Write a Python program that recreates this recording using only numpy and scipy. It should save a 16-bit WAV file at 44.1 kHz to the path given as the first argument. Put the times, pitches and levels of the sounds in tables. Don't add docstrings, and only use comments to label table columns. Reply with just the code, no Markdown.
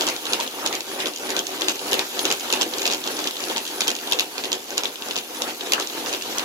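import sys
import numpy as np
from scipy import signal
from scipy.fft import rfft, irfft
from scipy.io import wavfile
from scipy.ndimage import uniform_filter1d

SR = 44100
rng = np.random.default_rng(int(sys.argv[2]) if len(sys.argv) > 2 else 0)


def log_audio(samples):
    frames = np.atleast_2d(samples).T
    limited = np.clip(frames, -1, 1)
    pcm = np.round(limited * 32767).astype(np.int16)
    wavfile.write(sys.argv[1], SR, pcm)


N = 284004
TIME = np.arange(N) / SR

# (hind paws land [s], first forepaw [s], second forepaw [s],
# hind weight [dB], first forepaw weight [dB], second forepaw weight [dB])
STRIDES = [(-0.115, 0.014, 0.078, 4.5, 1, 0.5), (0.255, 0.33, 0.409, 1, 0, 0),
           (0.549, 0.657, 0.738, -1, 0.5, -1), (0.877, 0.996, 1.063, -0.5, 0.5, -2),
           (1.2, 1.296, 1.37, 0, -0.5, 2), (1.494, 1.619, 1.688, 0, -0.5, 2.5),
           (1.818, 1.924, 1.99, 0, 2.5, 0), (2.137, 2.256, 2.309, 2, 1, 1.5),
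           (2.43, 2.531, 2.61, -1, 2.5, 3.5), (2.73, 2.857, 2.922, 1.5, 1, 1.5),
           (3.058, 3.192, 3.256, 2.5, -2, -1), (3.382, 3.5, 3.57, -0.5, -0.5, -1),
           (3.684, 3.814, 3.882, -5.5, 1.5, -1.5), (4.028, 4.119, 4.2, 0, 0.5, -3),
           (4.34, 4.445, 4.524, -1.5, -4.5, -2), (4.675, 4.781, 4.846, -2.5, -2.5, -4),
           (5.01, 5.099, 5.17, -2, -6, -3.5), (5.305, 5.417, 5.48, -2, -1.5, -1),
           (5.615, 5.73, 5.8, 0.5, -2.5, -0.5), (5.934, 6.071, 6.131, 1, -0.5, 0.5),
           (6.258, 6.38, 6.451, 0.5, -1, -15)]
# (time [s], relative level [dB], brightness tilt [dB])
HARD_STRIKES = [(0.0096, 4.5, -2.5), (0.0212, 0.5, -1.0), (0.068, 3, 6), (0.0764, 1, 0), (0.0875, 1, 3),
                (0.0991, -3, 0.0), (0.1638, -4.5, -2), (0.255, -2, -8), (0.2672, -1.5, -12.0),
                (0.3245, -6, 0), (0.3336, 7, -3.5), (0.3444, -4, -8), (0.4015, -0.5, 1), (0.4096, -3, -7.0),
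                (0.4642, -9, -9), (0.4767, -5.5, -6), (0.656, -7, -12), (0.6621, 7.0, -0.5),
                (0.674, 0, -4.0), (0.7277, -1, 1), (0.7524, -2, 2), (0.8065, -1, -1.0), (1.0032, -3, -12),
                (1.0583, 0.5, -9), (1.07, -3.3, -7.0), (1.0831, -9, -3.0), (1.1363, -9.5, -1),
                (1.1614, -6, 8), (1.1741, -8, 0), (1.293, -6, -6.0), (1.3042, 1, 4), (1.3161, -9, -8),
                (1.366, 4, -6), (1.3798, -8, -7.0), (1.3918, 1.5, 3), (1.4687, -2.0, 5), (1.61, -3, 8),
                (1.6194, 4.5, -6), (1.645, -6, -9), (1.6841, 7.5, -1.5), (1.6953, 2, 3), (1.708, -7, -4),
                (1.7191, -5.6, 3.0), (1.757, -6.9, 4), (1.7936, -5, -5), (1.8822, -6, -5), (1.9144, -2, 10),
                (1.9208, 0, -4.0), (1.9312, 7, -5), (1.9415, 4, -9), (1.993, 6, -4), (2.1924, 3, -3.0),
                (2.2461, -6, -5), (2.2536, 7.5, -1), (2.2654, -3, -4.0), (2.3033, 4.0, -7), (2.3135, 6, 1),
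                (2.3246, 6, 1.0), (2.3374, -9, -3.0), (2.3975, -7.5, 6), (2.4083, -6, 1), (2.503, 0, -7),
                (2.5153, -6, -4), (2.526, 8, -1), (2.537, 4, -6), (2.5608, -5, -8), (2.5724, -5, -6),
                (2.6125, 6.5, -5), (2.6198, 5, 3.0), (2.63, 0.5, -4.0), (2.737, 1, -11), (2.7839, -1, 10),
                (2.7948, -7, -1), (2.8187, 1.4, 0), (2.8304, -2, 1), (2.855, 4, -3), (2.8646, 6, 3),
                (2.8768, 3, 0.0), (2.9, -2, -7), (2.9092, -1, -6), (2.914, 2, -2.0), (2.9249, -1, -3.0),
                (2.9354, 2.5, -1), (2.9466, -0.3, -3.0), (3.0398, -4.5, -3.0), (3.0645, -3.5, -12),
                (3.075, 0.5, -4.0), (3.168, -5, 2.0), (3.1907, -1.9, -2), (3.2417, -2, 0.0),
                (3.2731, 3.5, -2), (3.3097, -4.5, -4.0), (3.3567, -9, -8.0), (3.3681, -5, -12),
                (3.4043, -5, 4), (3.4393, -3, -3.0), (3.4519, -12, -2), (3.4849, -6.5, 2.0),
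                (3.499, -0.5, -12.0), (3.5105, -10, -10.0), (3.5628, 1, -13), (3.571, 1, 7),
                (3.5805, 1.5, -7), (3.6529, -6.7, -2), (3.6655, -8, 1), (3.6767, -5.5, 4),
                (3.8073, 7.5, -0.0), (3.8184, 1, -9.0), (3.8728, 1, -3), (3.88, 7.5, -2.0),
                (3.8928, -2, -7.0), (3.9037, 1.5, -3), (3.9154, -2, 0), (3.9522, -5, -1),
                (3.9649, -5.0, -1), (3.9882, -7, -6), (4.0738, -3.5, -7), (4.1131, -1, 1),
                (4.1227, 8.5, -6), (4.1325, 5.5, -8), (4.189, 0, -7.0), (4.1956, 9.0, -9), (4.2069, 4, 0),
                (4.3807, 0.3, -8.5), (4.438, -1, -8), (4.445, -2, -4), (4.4552, -2.5, -11),
                (4.5185, 1, -3.0), (4.5294, 4.5, -3), (4.7059, -6, 2.0), (4.7732, -5.0, -1.0),
                (4.7797, 7, 1), (4.8353, 2, -7.0), (4.8445, -2, 0), (4.8554, 1, -15), (4.9573, -7, -9),
                (5.0223, -5.0, -12), (5.0861, -7.2, 0.0), (5.1103, 0, -14), (5.158, -2.5, -7),
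                (5.1646, 2, -5), (5.177, -0.5, 0), (5.1865, -2.5, -6), (5.4201, 3.5, 3), (5.609, -1.0, -14),
                (5.7214, 7, -0.0), (5.7348, 11, -6), (5.7471, -4, -3), (5.799, 0.5, 3.0), (5.8097, -3, -10),
                (5.8232, -3.9, -16), (5.873, -4.5, 6), (5.899, -6.5, -6), (6.0612, -4, -5), (6.1283, -3, 4),
                (6.137, -2, -2.0), (6.148, -2, -15), (6.2112, -6, -14), (6.2229, -2.7, 0), (6.3739, -9, 2),
                (6.3835, 4.1, 9), (6.395, 1.5, -14)]
# (time [s], relative level [dB])
COAST = [(0.0, 4.5), (1.0, 0), (2.2, 5), (3.0, 4), (3.9, 3), (4.6, -1), (5.25, -0.5), (5.8, 2.5),
         (6.44, 3.5)]
# (coasting [dB], first hind paw [dB], second hind paw [dB],
# forepaw [dB], rise [s], hold [s], fall [s], dip in flight [dB])
HISS_LOAD = (-38, -39.5, -35.5, -31, 0.0067, 0.0283, 0.0129, 2)

RING_HZ, RING_OCTAVES = 2940, 0.23


def paws():
    # (frequency [Hz], level [dB per Hz])
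    thud_spectrum = [(25, -61), (70, -27), (150, -3), (260, -6), (450, 7.5), (900, -0.5), (2000, -23),
                     (5000, -43), (16000, -51)]
    fore_db, hind_db = -13.2, -21.5
    apart = 0.39
    out = np.zeros((2, N))
    push = np.pad(colour(thud_spectrum), (0, SR // 12))
    for hind, first, second, hind_weight, first_weight, second_weight in STRIDES:
        landings = [(hind, hind_db + hind_weight),
                    (first, fore_db + first_weight),
                    (second, fore_db + second_weight)]
        for s, db in landings:
            add(out, s, amp(db) * blow(push, t60=0.049, scatter_db=7.0))
    shared = out.sum(0) / np.sqrt(2)
    return deck(apart * out + (1 - apart) * shared, ring_db=-0.5)


def clacks():
    strike_db, chatter_db = 0.53, -6
    chatter_s = 0.0018
    out = np.zeros((2, N))
    chances = rng.uniform(-1, 1, (len(HARD_STRIKES), 2))
    for (s, db, bright_db), (late, note) in zip(HARD_STRIKES, chances):
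        strike = slat(bright_db, RING_HZ * 2 ** (RING_OCTAVES * note))
        strike = np.pad(strike, (0, SR // 40))
        contact = blow(strike, t60=0.005, scatter_db=-0.5)
        add(out, s, amp(db + strike_db) * contact)
        bounce = blow(strike, t60=0.014, scatter_db=5)
        add(out, s + chatter_s * 2 ** late, amp(db + chatter_db) * bounce)
    return out


def claws():
    # (frequency [Hz], level [dB per Hz])
    snap_spectrum = [(3000, -37), (7000, -9), (9300, 1.5), (12000, 7), (16000, -17)]
    # (time [s], relative level [dB])
    catches = [(1.6844, -11), (1.9311, -4), (1.9415, -4), (1.993, -7.7), (2.3246, -7), (2.526, -3),
               (2.8646, -9), (3.2731, -11), (3.8073, -12), (3.8801, -0.5), (4.1227, -2), (4.1955, -7.3),
               (4.7804, -12), (5.7216, -4.2), (5.7345, -1.5)]
    out = np.zeros((2, N))
    snap = np.pad(colour(snap_spectrum), (0, SR // 50))
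    for s, db in catches:
        add(out, s, amp(db) * blow(snap, t60=0.006, scatter_db=2))
    return out


def slats():
    slats_per_s = 82
    tick_db, per_load, spread_db = -19, 0.26, 4
    marks = np.sort([0, *np.array(HARD_STRIKES)[:, 0], N / SR])
    times = []
    for start, end in zip(marks, marks[1:]):
        steps = round((end - start) * slats_per_s)
        times.append(np.linspace(start, end, steps + 1)[1:-1])
    times = np.concatenate(times)

    force, bright, wobble, note = rng.standard_normal((len(times), 4)).T
    load_db = np.interp(times, TIME, loaded(*HISS_LOAD)) - HISS_LOAD[0]
    level_db = tick_db + per_load * load_db + spread_db * np.minimum(force, 1.4)
    times = times + 0.00043 * wobble
    notes_hz = RING_HZ * 2 ** (RING_OCTAVES * note)
    out = np.zeros((2, N))
    for s, db, tilt_db, hz in zip(times, level_db, 9.5 * bright, notes_hz):
        add(out, s, amp(db) * blow(slat(tilt_db, hz), t60=0.01, scatter_db=-3))
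    return out


def knocks():
    # (time [s], relative level [dB], pitch [Hz])
    landings = [(0.393, -21, 920), (1.311, -32, 378), (1.63, -27, 380), (1.921, -24, 394),
                (1.935, -26, 506), (2.535, -22.5, 917), (2.808, -31, 385), (3.568, -27, 917),
                (4.143, -27, 500)]
    t = np.arange(SR // 6) / SR
    out = np.zeros((2, N))
    for s, db, hz in landings:
        t60 = 0.11 * np.sqrt(400 / hz)
        envelope = (1 - np.exp(-t / 0.0023)) * np.exp(-np.log(1000) * t / t60)
        knock = amp(db + 4.5) * envelope * np.sin(2 * np.pi * hz * t)
        add(out, s, np.tile(knock, (2, 1)))
    return out


def scuffs():
    # (time [s], relative level [dB], pitch [Hz])
    push_offs = [(.1, -32, 2340), (.42, -36, 2500), (.745, -33.5, 2310), (1.03, -34, 2320),
                 (1.32, -36, 1901), (1.99, -32, 2326), (5.49, -38, 2340), (5.77, -31, 1390),
                 (6.138, -35.5, 2804)]
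    grip = unit(amp(3.9 * drift(per_s=230)))
    swishes = sum(amp(db) * swell(s, length=0.042) * whistle(hz, width_hz=500) for s, db, hz in push_offs)
    return grip * swishes


def rollers():
    # (frequency [Hz], level [dB per Hz])
    rumble_spectrum = [(25, -59), (60, -27), (110, -18.5), (190, -13), (225, -3), (380, -1), (560, -5.5),
                       (750, -7), (1400, -24.5), (4000, -85)]
    clatter_spectrum = [(300, -34), (560, -0.5), (720, -5), (950, 0), (1200, 0.6), (1600, 1), (2100, -5),
                        (3000, -3.5), (4500, -22), (7000, -23), (9000, -38), (16000, -43)]
    hiss_spectrum = [(800, -23.5), (2000, -6.5), (2600, -1.5), (3000, 2), (3900, 1), (5500, -3), (7000, -4),
                     (8000, -10.5), (9300, -13.5), (12000, -17.5), (16000, -27)]
    # (coasting [dB], first hind paw [dB], second hind paw [dB], forepaw [dB],
    # rise [s], hold [s], fall [s], dip in flight [dB])
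    rumble_load = (-47.5, -38.5, -38, -35.5, 0.0471, 0.07, 0.0538, 4.5)
    clatter_load = (-40, -37.5, -35.5, -30, 0.0184, -0.0054, 0.048, 6)

    shake = drift(per_s=75)
    rumble = deck(convolve(impacts(per_s=800, range_db=2.0), colour(rumble_spectrum)), ring_db=-7.5)
    clatter = deck(convolve(impacts(per_s=2000, range_db=2.5), colour(clatter_spectrum)), ring_db=-6.0)
    hiss = convolve(impacts(per_s=7000, range_db=1.5), colour(hiss_spectrum))
    rumble = unit(rumble) * amp(loaded(*rumble_load) + 0.3 * shake)
    clatter = patchy(clatter, patchy_db=2.5) * amp(loaded(*clatter_load) + 0.97 * shake)
    hiss = patchy(hiss, patchy_db=2.5) * amp(loaded(*HISS_LOAD) + 0.3 * shake)
    return rumble + clatter + hiss


def fizz():
    # (frequency [Hz], level [dB per Hz])
    fizz_spectrum = [(2500, -18), (6500, 1), (8200, -3), (9300, -4.5), (11000, 3), (13000, 3.5),
                     (16000, -5.5)]
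    sizzle = convolve(impacts(per_s=12000, range_db=3.5), colour(fizz_spectrum))
    load_db = 0.25 * loaded(*HISS_LOAD)
    speed_db = 0.47 * curve(COAST, axis=1)
    level_db = -32.0 + load_db + speed_db + 0.74 * drift(per_s=38)
    return patchy(sizzle, patchy_db=3.0) * amp(level_db)


def bearings():
    # (frequency [Hz], relative level [dB])
    whine_notes = [(10425, 0), (10590, -2.5)]
    # (time [s], level [dB], length [s])
    squeals = [(.11, -45, 0.048), (0.316, -35, 0.04), (0.668, -46, .06), (0.957, -45, .07),
               (1.08, -47, 0.063), (1.27, -44, .06), (1.89, -40, .07), (2.227, -36, 0.026),
               (2.535, -38, 0.031), (3.138, -43, 0.046), (3.47, -44, .045), (3.634, -54, .05),
               (3.771, -43, .06), (4.09, -47, .06), (5.1, -54, .046), (5.397, -44, 0.088), (6.09, -53, .12)]
    whine_db, follows = -57, 0.45
    notes = unit(sum(amp(db) * whistle(hz, width_hz=52) for hz, db in whine_notes))
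    level = amp(whine_db + follows * (loaded(*HISS_LOAD) - HISS_LOAD[0]))
    flares = sum(amp(db) * swell(s, length) for s, db, length in squeals)
    return notes * (level + flares)


def room(x):
    # (frequency [Hz], t60 [s])
    decay = [(200, 0.1), (1000, 0.36), (4000, 0.097), (14000, 0.05)]
    noise = rng.standard_normal((2, SR // 2))
    hz, t, z = signal.stft(noise, SR, nperseg=256)
    fade = np.exp(-np.log(1000) * t / read(decay, hz)[:, None])
    tail = signal.istft(z * fade, SR, nperseg=256)[1]
    tail *= np.clip(np.arange(tail.shape[1]) / SR / 0.0042, 0, 1)
    return convolve(x, tail / np.linalg.norm(tail[0]))


def loaded(coast_db, hind_db, other_hind_db, fore_db, rise_s, hold_s, fall_s, flight_db):
    hind_gap_s = 0.044
    flight_lead_s, flight_s = 0.044, 0.11
    t = TIME[::64]
    power = amp(coast_db + curve(COAST, axis=1)[::64]) ** 2
    airborne = 0
    for hind, first, second, hind_weight, first_weight, second_weight in STRIDES:
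        airborne = airborne + np.exp(-((t - hind + flight_lead_s) / (flight_s / 2)) ** 2)
        landings = [(hind, hind_db + hind_weight),
                    (hind + hind_gap_s, other_hind_db + hind_weight),
                    (first, fore_db + first_weight),
                    (second, fore_db + second_weight)]
        for s, db in landings:
            before, after = (s - t) / rise_s, (t - s - hold_s) / fall_s
            away = np.maximum(np.maximum(before, after), 0)
            power = power + (amp(db) * np.exp(-away)) ** 2
    return np.interp(TIME, t, 10 * np.log10(power) - flight_db * airborne)


def deck(x, ring_db):
    # (frequency [Hz], relative level [dB], t60 [s])
    modes = [(259, -6.5, 0.12), (311, 10, 0.095), (379, 11, 0.12), (434.6, 4, 0.066), (497.6, 10.5, 0.087),
             (583, 4, 0.19), (714, 8, 0.059), (805, 5, 0.021), (906, 8.5, 0.091), (1100, 1, 0.11)]
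    t = np.arange(SR // 5) / SR
    ring = sum(amp(db - 60 * t / t60) * np.cos(2 * np.pi * hz * t) / t60 for hz, db, t60 in modes)
    return x + amp(ring_db) * convolve(x, ring * 2 * np.log(1000) / SR)


def slat(bright_db, hz):
    # (frequency [Hz], level [dB per Hz])
    click_spectrum = [(100, -59), (400, -16.5), (1000, -10.5), (2200, -15), (2800, -2), (3600, 4.5),
                      (5000, 0.8), (7100, 1.5), (7900, -11), (9500, -14.5), (12000, -15.5), (16000, -28)]
    ring_db, ring_t60_s = -8.5, 0.006
    click = colour(click_spectrum, bright_db)
    t = np.arange(len(click)) / SR
    envelope = np.exp(-np.log(1000) * t / ring_t60_s) * (1 - np.exp(-t * hz))
    ring = np.cos(2 * np.pi * hz * t) * envelope
    both = click + amp(ring_db) * ring / np.linalg.norm(ring)
    return both / np.linalg.norm(both)


def blow(x, t60, scatter_db):
    t = np.arange(SR // 12) / SR
    response = rng.standard_normal((2, len(t))) * np.exp(-np.log(1000) * t / t60)
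    response *= amp(scatter_db) / np.linalg.norm(response[0])
    response[:, 0] += 1
    return convolve(x, response / np.linalg.norm(response[0]))


def impacts(per_s, range_db):
    shape = (3, N)
    size = amp(range_db * np.minimum(rng.exponential(1, shape), 4))
    sign = rng.choice([-1, 1], shape)
    strikes = rng.random(shape) < per_s / SR
    return unit(spread(size * sign * strikes))


def spread(three):
    # (frequency [Hz], likeness [0-1])
    likeness = [(40, 0), (130, 1), (300, 0.94), (650, 0.92), (1400, 0.5), (2300, 0), (3000, 0.47),
                (4500, 0.01), (7000, 0.1), (14000, 0)]
    z = rfft(three)
    same = np.clip(read(likeness, np.fft.rfftfreq(N, 1 / SR)), 0, 1)
    return irfft(np.sqrt(same) * z[0] + np.sqrt(1 - same) * z[1:], N)


def patchy(x, patchy_db):
    z = signal.stft(x, SR, nperseg=512)[2]
    field = rng.standard_normal(z.shape[1:])
    field = uniform_filter1d(field, size=4, axis=0)
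    field = uniform_filter1d(field, size=5, axis=1)
    return unit(signal.istft(z * amp(patchy_db * unit(field)), SR, nperseg=512)[1][:, :N])


def whistle(centre_hz, width_hz):
    band = 1 / (1 + ((np.fft.rfftfreq(N, 1 / SR) - centre_hz) / width_hz) ** 4)
    return unit(irfft(rfft(rng.standard_normal((2, N))) * band, N))


def swell(s, length):
    return np.exp(-2 * np.log(2) * ((TIME - s) / length) ** 2)


def drift(per_s):
    slow = np.fft.rfftfreq(N, 1 / SR) < per_s
    return unit(irfft(rfft(rng.standard_normal(N)) * slow, N))


def colour(points, tilt_db=0):
    hz = abs(np.fft.fftfreq(2048, 1 / SR))
    tilt = tilt_db * np.tanh((hz - 4500) / 1200) / 2
    log_gain = np.log(amp(read(points, hz) + tilt))
    response = np.fft.ifft(np.exp(signal.hilbert(log_gain).conj())).real[:len(hz) // 2]
    return response / np.linalg.norm(response)


def convolve(x, response):
    return signal.fftconvolve(np.atleast_2d(x), np.atleast_2d(response), axes=1)[:, :x.shape[-1]]


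def add(mix, s, sound):
    part = mix[:, max(round(s * SR), 0):][:, :sound.shape[1]]
    part += sound[:, :part.shape[1]]


def read(points, hz):
    f, value = np.transpose(points)
    return np.interp(np.log(hz + 1), np.log(f + 1), value)


def curve(rows, axis):
    rows = np.asarray(rows)
    return np.interp(TIME, rows[:, 0], rows[:, axis])


def amp(db):
    return 10 ** (np.asarray(db) / 20)


def unit(x):
    return x / np.sqrt(np.mean(x ** 2) + 1e-20)


def lag_left(pair):
    left_lag_s = 7.5 / SR
    late = np.exp(-2j * np.pi * np.fft.rfftfreq(N, 1 / SR) * left_lag_s)
    return np.array([irfft(rfft(pair[0]) * late, N), pair[1]])


def scene():
    hits = paws() + clacks() + claws() + slats() + knocks() + scuffs()
    belt = rollers() + fizz() + bearings()
    return lag_left(hits + belt + amp(-10.5) * room(hits))


def record(dry):
    edge_hz = 15900
    bass = signal.lfilter(*signal.butter(1, 450, fs=SR), dry)
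    heard = dry + np.array([[0.13], [-0.12]]) * bass
    heard = heard / (1 + heard ** 4) ** 0.25
    low_pass = signal.firwin(301, edge_hz, window=("kaiser", 9), fs=SR)
    return signal.oaconvolve(heard, low_pass[None], "same", axes=1)


dry = scene()
out = record(dry)
log_audio(out)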